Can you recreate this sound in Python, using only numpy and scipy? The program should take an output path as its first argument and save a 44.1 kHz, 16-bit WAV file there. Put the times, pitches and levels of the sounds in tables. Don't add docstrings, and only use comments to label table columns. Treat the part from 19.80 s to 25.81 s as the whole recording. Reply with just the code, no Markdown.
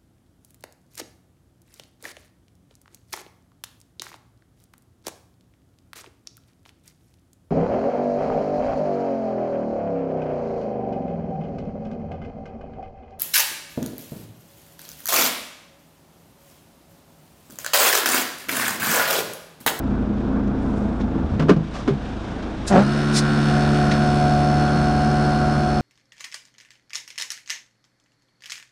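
import sys
import numpy as np
from scipy import signal
from scipy.fft import rfft, irfft
from scipy.io import wavfile
from scipy.ndimage import uniform_filter1d

SR = 44100
rng = np.random.default_rng(int(sys.argv[2]) if len(sys.argv) > 2 else 0)


def int16_out(signal):
    q = np.round(np.clip(np.atleast_2d(signal).T, -1, 1) * 32767)
    wavfile.write(sys.argv[1], SR, q.astype(np.int16))


def volts_from_decibels(level):
    exponent = np.asarray(level, float) / 20
    return 10 ** exponent


N = 265041
T = np.arange(N) / SR


def noise(n=N):
    return rng.standard_normal(n)


def evened(x):
    return x / np.sqrt(np.mean(x ** 2) + 1e-20)


def curves(rows):
    s, *columns = np.transpose(rows)
    return [np.interp(T, s, c) for c in columns]


def wander(rate_hz):
    knots = noise(244)
    return 1.22 * np.interp(T * rate_hz, np.arange(len(knots)), knots)


def pulses(turns):
    return np.diff(np.floor(turns), prepend=0)


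def colour(x, points, lo=0, hi=SR):
    hz = np.fft.rfftfreq(len(x), 1 / SR)
    f, db = np.transpose(points)
    z = rfft(x) * volts_from_decibels(np.interp(np.log(hz + 1), np.log(f + 1), db))
    in_band = (hz > lo) * (hz < hi)
    return irfft(z, len(x)) / np.std(irfft(z * in_band, len(x)))


def ring(x, modes):
    out = np.zeros(len(x))
    for hz, width_hz, db in modes:
        r = np.exp(-np.pi * width_hz / SR)
        poles = [1, -2 * r * np.cos(2 * np.pi * hz / SR), r * r]
        out += volts_from_decibels(db) * (1 - r) * signal.lfilter([1, 0, -1], poles, x)
    return out


def dull(x, hz):
    return signal.sosfilt(signal.butter(4, min(hz, 20000), fs=SR, output="sos"), x)


def burst(s, hold_s, db, rise_db_per_s, fall_db_per_s):
    early_s, late_s = np.maximum(s - T, 0), np.maximum(T - s - hold_s, 0)
    return volts_from_decibels(db - rise_db_per_s * early_s - fall_db_per_s * late_s)


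def add(mix, s, sound):
    part = mix[round(s * SR):][:len(sound)]
    part += sound[:len(part)]


# (start [s], whine over effort [dB], valve ring over effort [dB],
# loose cover over valve ring [dB], turn-taking share)
STAGES = [
    (2.9, -19, -12, -8, 0),
    (3.69, -6.5, -15, -6, .7),
    (4.2, -5, -13, -13, 0),
    (4.4, -1.5, -13, -16, 0),
]


def stages():
    rows, glide_s = np.array(STAGES), 0.05
    index = np.maximum(np.searchsorted(rows[:, 0], T) - 1, 0)
    return uniform_filter1d(rows[index, 1:], round(glide_s * SR), axis=0).T


# (multiple of shaft, level [dB])
STROKE = [(1, -10), (2, 0), (3, -2), (4, -9), (5, -10), (6, -23), (7, -23), (8, -16), (9, -14), (10, -4),
          (11, -20), (12, -29), (13, -28), (14, -26), (15, -20), (16, -30), (17, -28), (18, -21), (19, -15),
          (20, -16), (21, -16), (22, -22), (23, -29), (24, -26), (25, -27), (26, -30)]


def strokes(turns, thrum_db, effort_db):
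    whine_db, valve_db, loose_db, uneven = stages()
    whine_db = whine_db + effort_db + 0.68 * wander(12)
    valve_db = valve_db + effort_db + 0.96 * wander(11)
    groups = np.zeros((4, N))
    for k, db in STROKE:
        group = 1 if k == 1 else int(k > 7.5) + int(k > 12.5) + int(k > 22.5)
        lag = 0.21 * k * k if k < 17.5 else 0.16 * (k - 20) ** 2
        groups[group] += volts_from_decibels(db + wander(9)) * np.cos(2 * np.pi * (k * turns + lag))
    turn_taking = np.clip(uneven, 0, 1) * np.cos(np.pi * turns)
    groups[2:] *= [1 + turn_taking, 1 - turn_taking]
    levels_db = thrum_db + 1.5, whine_db - 0.6, valve_db + 1.14, valve_db + loose_db
    return sum(volts_from_decibels(db) * evened(g) for db, g in zip(levels_db, groups))


# (frequency [Hz], level [dB/Hz])
AIR = [(1180, -3.5), (2000, -1), (2700, -6.5), (2960, -3.5), (3230, -8.5), (3960, -5.5), (4430, -1),
       (4750, -6.5), (5210, -5.5), (5680, -5), (7340, -13.5), (8940, -11), (15400, -54)]
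# (frequency [Hz], width [Hz], level [dB])
REEDS = [(2030, 32, 6), (2400, 63, 2), (2940, 67, -7), (3660, 230, -2), (4397, 54, 10.5), (4970, 32, -17),
         (5256, 120, 8.5), (5530, 33, -14), (6220, 110, 1), (8600, 60, -10), (10150, 88, -30),
         (11700, 83, -23)]
# (frequency [Hz], width [Hz], level [dB])
BLOW_BY = [(3830, 610, 0), (2950, 300, -8)]
# (multiple of shaft, level under hiss [dB])
SINGING = [(61, -13), (69, -16), (72, -16), (74, -16)]


def valve_air(turns):
    taps = pulses(turns) * volts_from_decibels(1.8 * noise())
    rattle = evened(signal.oaconvolve(taps, noise(1500) * volts_from_decibels(-60 * T[:1500] / 0.2))[:N])
    reeds = evened(dull(ring(rattle + 0.2 * noise(), REEDS), hz=11300))
    singing = sum(volts_from_decibels(db + 1.5 * wander(20)) * np.cos(2 * np.pi * k * turns) for k, db in SINGING)
    blow_by = evened(dull(ring(noise() + rattle, BLOW_BY), hz=6000))
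    blow_by_db = -4 - 7 * np.maximum(T - 3.7, 0)
    hiss = colour(noise() + 0.86 * rattle, AIR, lo=1570, hi=11000)
    return hiss + 0.54 * reeds + volts_from_decibels(4.0) * singing + volts_from_decibels(blow_by_db) * blow_by


# (time [s], shaft [Hz], effort [dB])
PUMP = [
    (2.9, 66.14, -22),
    (3.04, 68.3, -19),
    (3.12, 72.58, -18.5),
    (3.7, 72.85, -18.5),
    (4.45, 72.77, -19.5),
    (4.9, 73.15, -20.5),
    (5.6, 73.36, -21),
    (6.01, 72.9, -23),
]
# (frequency [Hz], level [dB/Hz])
RASP = [(35, -47), (60, -26), (97, -23), (139, -6), (219, -6.5), (486, -7.5), (729, 1), (865, -10.5),
        (1490, -8), (2500, -34), (3250, -70), (5500, -120)]


def compressor():
    shaft_hz, effort_db = curves(PUMP)
    strain_db = 0.2 * np.maximum(72.8 - shaft_hz, 0)
    hiss_db = -33 + 0.95 * (effort_db + 19)
    turns = np.cumsum(shaft_hz * (1 + 0.0008 * wander(15))) / SR
    gate = 1 + 0.3 * np.cos(2 * np.pi * turns) + 0.14 * np.cos(4 * np.pi * turns)
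    tones = strokes(turns, effort_db + strain_db, effort_db)
    rasp = volts_from_decibels(-30.5) * colour(noise(), RASP) * np.sqrt(gate)
    air = volts_from_decibels(hiss_db - 5.0) * gate * valve_air(turns)
    return np.clip((T - PUMP[0][0]) / 0.067, 0, 1) * (tones + rasp + air)


# (hold [s], level [dB], rise [dB/s], fall [dB/s])
SHUDDER = (.02, -6.5, 200, 230)
# (frequency [Hz], level [dB/Hz])
SHAKEN = [(47, -42), (80, -25), (205, 0.5), (327, -13.5), (378, -10), (616, -8), (725, -7), (793, -11),
          (900, -15.5), (1180, -19.5), (1340, -17), (2070, -28), (6000, -46), (7800, -48), (13200, -120)]


def shudder():
    peak_s, catch_s, blows_hz = 2.965, 3.036, 197
    turns = np.cumsum(blows_hz * (1 + 0.05 * wander(35))) / SR
    blows = pulses(turns) * volts_from_decibels(2.7 * noise())
    shaken = colour(evened(blows) + 0.9 * noise(), SHAKEN, lo=150, hi=2000)
    start = np.clip((T - PUMP[0][0]) / 0.0038, 0, 1)
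    stop = np.clip((catch_s + 0.0054 - T) / 0.012, 0, 1)
    return start * stop * burst(peak_s, *SHUDDER) * shaken


# (peak [s], hold [s], level [dB], rise [dB/s], fall [dB/s])
PUFFS = [
    (1.939, 0.07, -43, 1500, 350),
    (2.879, 0.0027, -22, 1700, 750),
    (3.37, 0.02, -19, 433, 900),
    (.83, 0.18, -61.5, 303, 40),
]
# (frequency [Hz], level [dB/Hz])
PUFF_TONES = [
    [(290, -32), (500, -3), (686, -4), (875, -11), (1200, -2), (1370, -15), (5660, -22.5), (10000, -40.5),
     (15400, -74)],
    [(880, -33), (1500, 2.5), (2400, -22), (2540, -1.5), (2880, -12.5), (3650, -2), (7150, -2), (9390, -7),
     (15400, -51.5)],
    [(1180, -21), (2000, -9), (3150, -15.5), (3580, -5), (5080, -1.5), (7090, -10), (9410, -10.5),
     (14600, -48), (15400, -32.5)],
]


def puffs():
    out = np.zeros(N)
    for row, tone in zip(PUFFS, PUFF_TONES + PUFF_TONES[1:2]):
        flutter = volts_from_decibels(1.7 * wander(37.84))
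        out += burst(*row) * flutter * colour(noise(), tone, lo=3000, hi=12000)
    return out


# (time [s], crack [dB], thud [dB], thud [Hz], thud t60 [s])
KNOCKS = [(1.44, -48, -17.5, 72, .15), (1.518, -48, -13, 83, 0.1), (1.553, -46, -18, 101, 0.09),
          (1.596, -18.5, -17, 154.6, 0.65), (1.622, -24.5, -18, 209.5, 0.16),
          (1.685, -21.5, -23, 612, 0.092), (1.694, -8.5, -3.5, 414, 0.098), (1.711, -21, 1, 179, 0.076),
          (1.703, -28, -10, 290, 0.1), (1.733, -28.5, -15, 241, 0.1), (1.764, -28.5, -5.5, 156, 0.092),
          (1.795, -52, -19, 157.6, 0.39), (2.078, -16, -12.5, 235, 0.097), (2.087, -29, -9.5, 394, 0.13),
          (2.108, -35, -12, 143, 0.18), (4.07, -45, -26, 191.8, .5), (4.94, -48, -24, 176.5, 0.58)]
# (frequency [Hz], level [dB/Hz])
CRACK = [(110, -29), (290, 9), (500, 3), (883, -9.5), (1580, -5), (1800, -13), (2960, -16.5), (3140, -20),
         (3670, -20.5), (6210, -30), (15000, -59.5)]
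# (frequency [Hz], width [Hz], level [dB])
LATCH = [(1150, 130, 17), (1490, 81, 1), (2280, 85, -12), (2870, 100, 2), (3420, 97, -13),
         (4080, 200, -9.5), (4840, 110, -18)]
# (frequency [Hz], width [Hz], level [dB])
PANEL = [(90, 25, -15), (142, 96, 30), (205, 9.8, -7), (276, 120, -8), (454, 41, -9), (695, 54, -32)]


def door():
    out, t = np.zeros(N), T[:SR // 3]
    crack_t60_s, cabin_ring_db = 0.098, -4.5
    for s, crack_db, thud_db, hz, thud_t60_s in KNOCKS:
        blow = noise(len(t))
        latch = evened(dull(ring(blow[::-1], LATCH), hz=6150))
        crack = (colour(blow, CRACK, lo=1280, hi=9000) + 0.93 * latch) * (1 - np.exp(-t / 0.002))
        panel = evened(dull(ring(noise(len(t)), PANEL), hz=900))
        thud = (1.3 * np.sin(2 * np.pi * hz * t) + 0.3 * panel) * (1 - np.exp(-t / 0.005))
        thud = signal.sosfilt(signal.butter(2, hz / 2, "high", fs=SR, output="sos"), thud)
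        crack *= volts_from_decibels(crack_db - 6.0 - 60 * t / crack_t60_s)
        thud *= volts_from_decibels(thud_db + 2.5 - 60 * t / thud_t60_s)
        add(out, s - 0.002, crack + thud)
    return out + volts_from_decibels(cabin_ring_db) * ring(out, BOOM)


# (time [s], peak [dB], centre [Hz], t60 [s])
TICKS = [(.382, -45, 3040, 0.035), (.677, -40, 750, 0.039), (1.2, -38, 2100, 0.088),
         (1.209, -39, 3500, 0.082), (1.863, -57, 3220, 0.054), (2.624, -41, 3640, 0.097),
         (2.924, -23.5, 1820, 0.083), (2.951, -26, 900, 0.046), (4.114, -21, 1870, 0.076),
         (4.114, -22.5, 3600, 0.07), (4.117, -47, 5370, 0.057), (4.878, -31.5, 3000, .06)]


def ticks():
    out, t = np.zeros(N), T[:SR // 3]
    for s, db, hz, t60_s in TICKS:
        modes = [(hz, hz / 4, 0), (5200, 2500, -20)]
        tick = evened(dull(ring(noise(len(t)), modes), hz=6900))
        add(out, s - 0.001, tick * (1 - np.exp(-t / 0.0023)) * volts_from_decibels(db - 60 * t / t60_s))
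    return out


# (multiple of firing, level [dB], share that follows the boom)
FIRING = [(1, -8, 0.038), (2, 1.5, 0.24), (3, -3, 0.4), (4, -6.5, 0.23), (5, -3, 0.41), (7.5, -4.5, 1),
          (7.75, 4, 1), (9, 0.5, 1), (10, 1.5, 0.85), (12.25, -7.5, 0)]
CYLINDERS_DB = [3.5, -8.5, 0.5, 0]
# (frequency [Hz], width [Hz], level [dB])
BOOM = [(207, 15.2, 2), (230, 6.8, -11.5), (264, 13, 2.5), (314, 49, -12.5), (443, 17, -11)]
# (frequency [Hz], level [dB/Hz])
HUM = [(21, -26.5), (36, -14), (59, -4.5), (162, -6), (220, 0), (263, -2), (376, -8.5), (599, -12.5),
       (667, -9.5), (937, -16), (1490, -19.5), (1920, -33), (2600, -35.5), (3380, -69), (5720, -120)]
# (frequency [Hz], level [dB/Hz])
WASH = [(940, -31), (1600, 0), (1900, -6.5), (2100, -6.5), (2780, -7.5), (3650, -7.5), (4240, -13.5),
        (5430, -15.5), (9590, -30.5), (11500, -51.5), (15000, -77.5), (22000, -120)]


def engine():
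    firing_hz = 26.57
    orders_db, boom_db, wash_db, hiss_db = cabin()
    turns = np.cumsum(firing_hz * (1 + 0.0033 * wander(3))) / SR
    swing_db = boom_db - boom_db[:SR].mean()
    orders = np.zeros(N)
    for k, db, share in FIRING:
        gain = volts_from_decibels(db + share * swing_db + 1.5 * wander(13))
        orders += gain * np.cos(2 * np.pi * (k * turns + 0.1312 * k * k))
    strength_db = np.take(CYLINDERS_DB, turns.astype(int) % 4) + 2.1 * noise()
    boom = evened(ring(pulses(turns) * volts_from_decibels(strength_db), BOOM)) + 1.5 * evened(ring(noise(), BOOM))
    boom = evened(dull(boom, hz=540))
    throb = 1 + 0.12 * np.cos(2 * np.pi * turns)
    low = volts_from_decibels(wash_db + 1.1 * wander(14)) * colour(noise(), HUM, lo=483, hi=1900)
    high = volts_from_decibels(hiss_db + 0.79 * wander(18)) * colour(noise(), WASH, lo=1800, hi=19000)
    return np.sqrt(2) * volts_from_decibels(orders_db) * orders + volts_from_decibels(boom_db - 2.0) * boom + throb * (low + high)


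# (time [s], opening [0-1])
DOOR = [
    (0, 0.02),
    (1.42, 0.04),
    (1.5, 0.33),
    (1.78, 0.3),
    (1.86, 0.94),
    (2.0, 0.87),
    (2.5, 0.93),
    (2.85, 0.98),
    (6.01, 0.95),
]
# (orders [dB], boom [dB], wash [dB], hiss [dB])
SHUT_DB = (-32, -23, -36, -53.5)
OPEN_DB = (-33.5, -33.5, -37, -46)
# (time [s], depth [dB])
LULLS = [(0, -14), (.17, -3.5), (1.06, -0.5), (1.18, -6), (1.31, -5), (1.47, -12), (2.2, -1), (2.46, -24),
         (2.59, -23), (2.74, -10), (2.86, -12)]


def cabin():
    opening = curves(DOOR)[0]
    orders_db, boom_db, wash_db, hiss_db = (a + (b - a) * opening for a, b in zip(SHUT_DB, OPEN_DB))
    lull_db = sum(db * np.exp(-((T - s) / 0.03) ** 2) for s, db in LULLS)
    swing_db = -1.5 * np.exp(-((T - 2.3) / 0.37) ** 2)
    return orders_db + swing_db, boom_db + lull_db, wash_db, hiss_db


def ducking(x):
    limit_db, squeeze, recover_db_per_s, react_s = -14, 0.4, 12, 0.068
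    power_db = 10 * np.log10(abs(uniform_filter1d(x[0] ** 2, size=1300)) + 1e-12)
    recovery_db = recover_db_per_s * T
    held_db = np.maximum.accumulate(power_db + recovery_db) - recovery_db
    over_db = np.maximum(held_db - limit_db, 0)
    keep = np.exp(-1 / (react_s * SR))
    return volts_from_decibels(-squeeze * signal.lfilter([1 - keep], [1, -keep], over_db))


def scene():
    return (compressor() + shudder() + puffs() + door() + ticks() + engine())[None]


def roll_off(x):
    return signal.sosfilt(signal.butter(12, 15600, fs=SR, output="sos"), x)


def record(dry):
    mix = 0.92 * np.tanh(ducking(dry) * dry / 0.97)
    return roll_off(mix)


dry = scene()
out = record(dry)
int16_out(out)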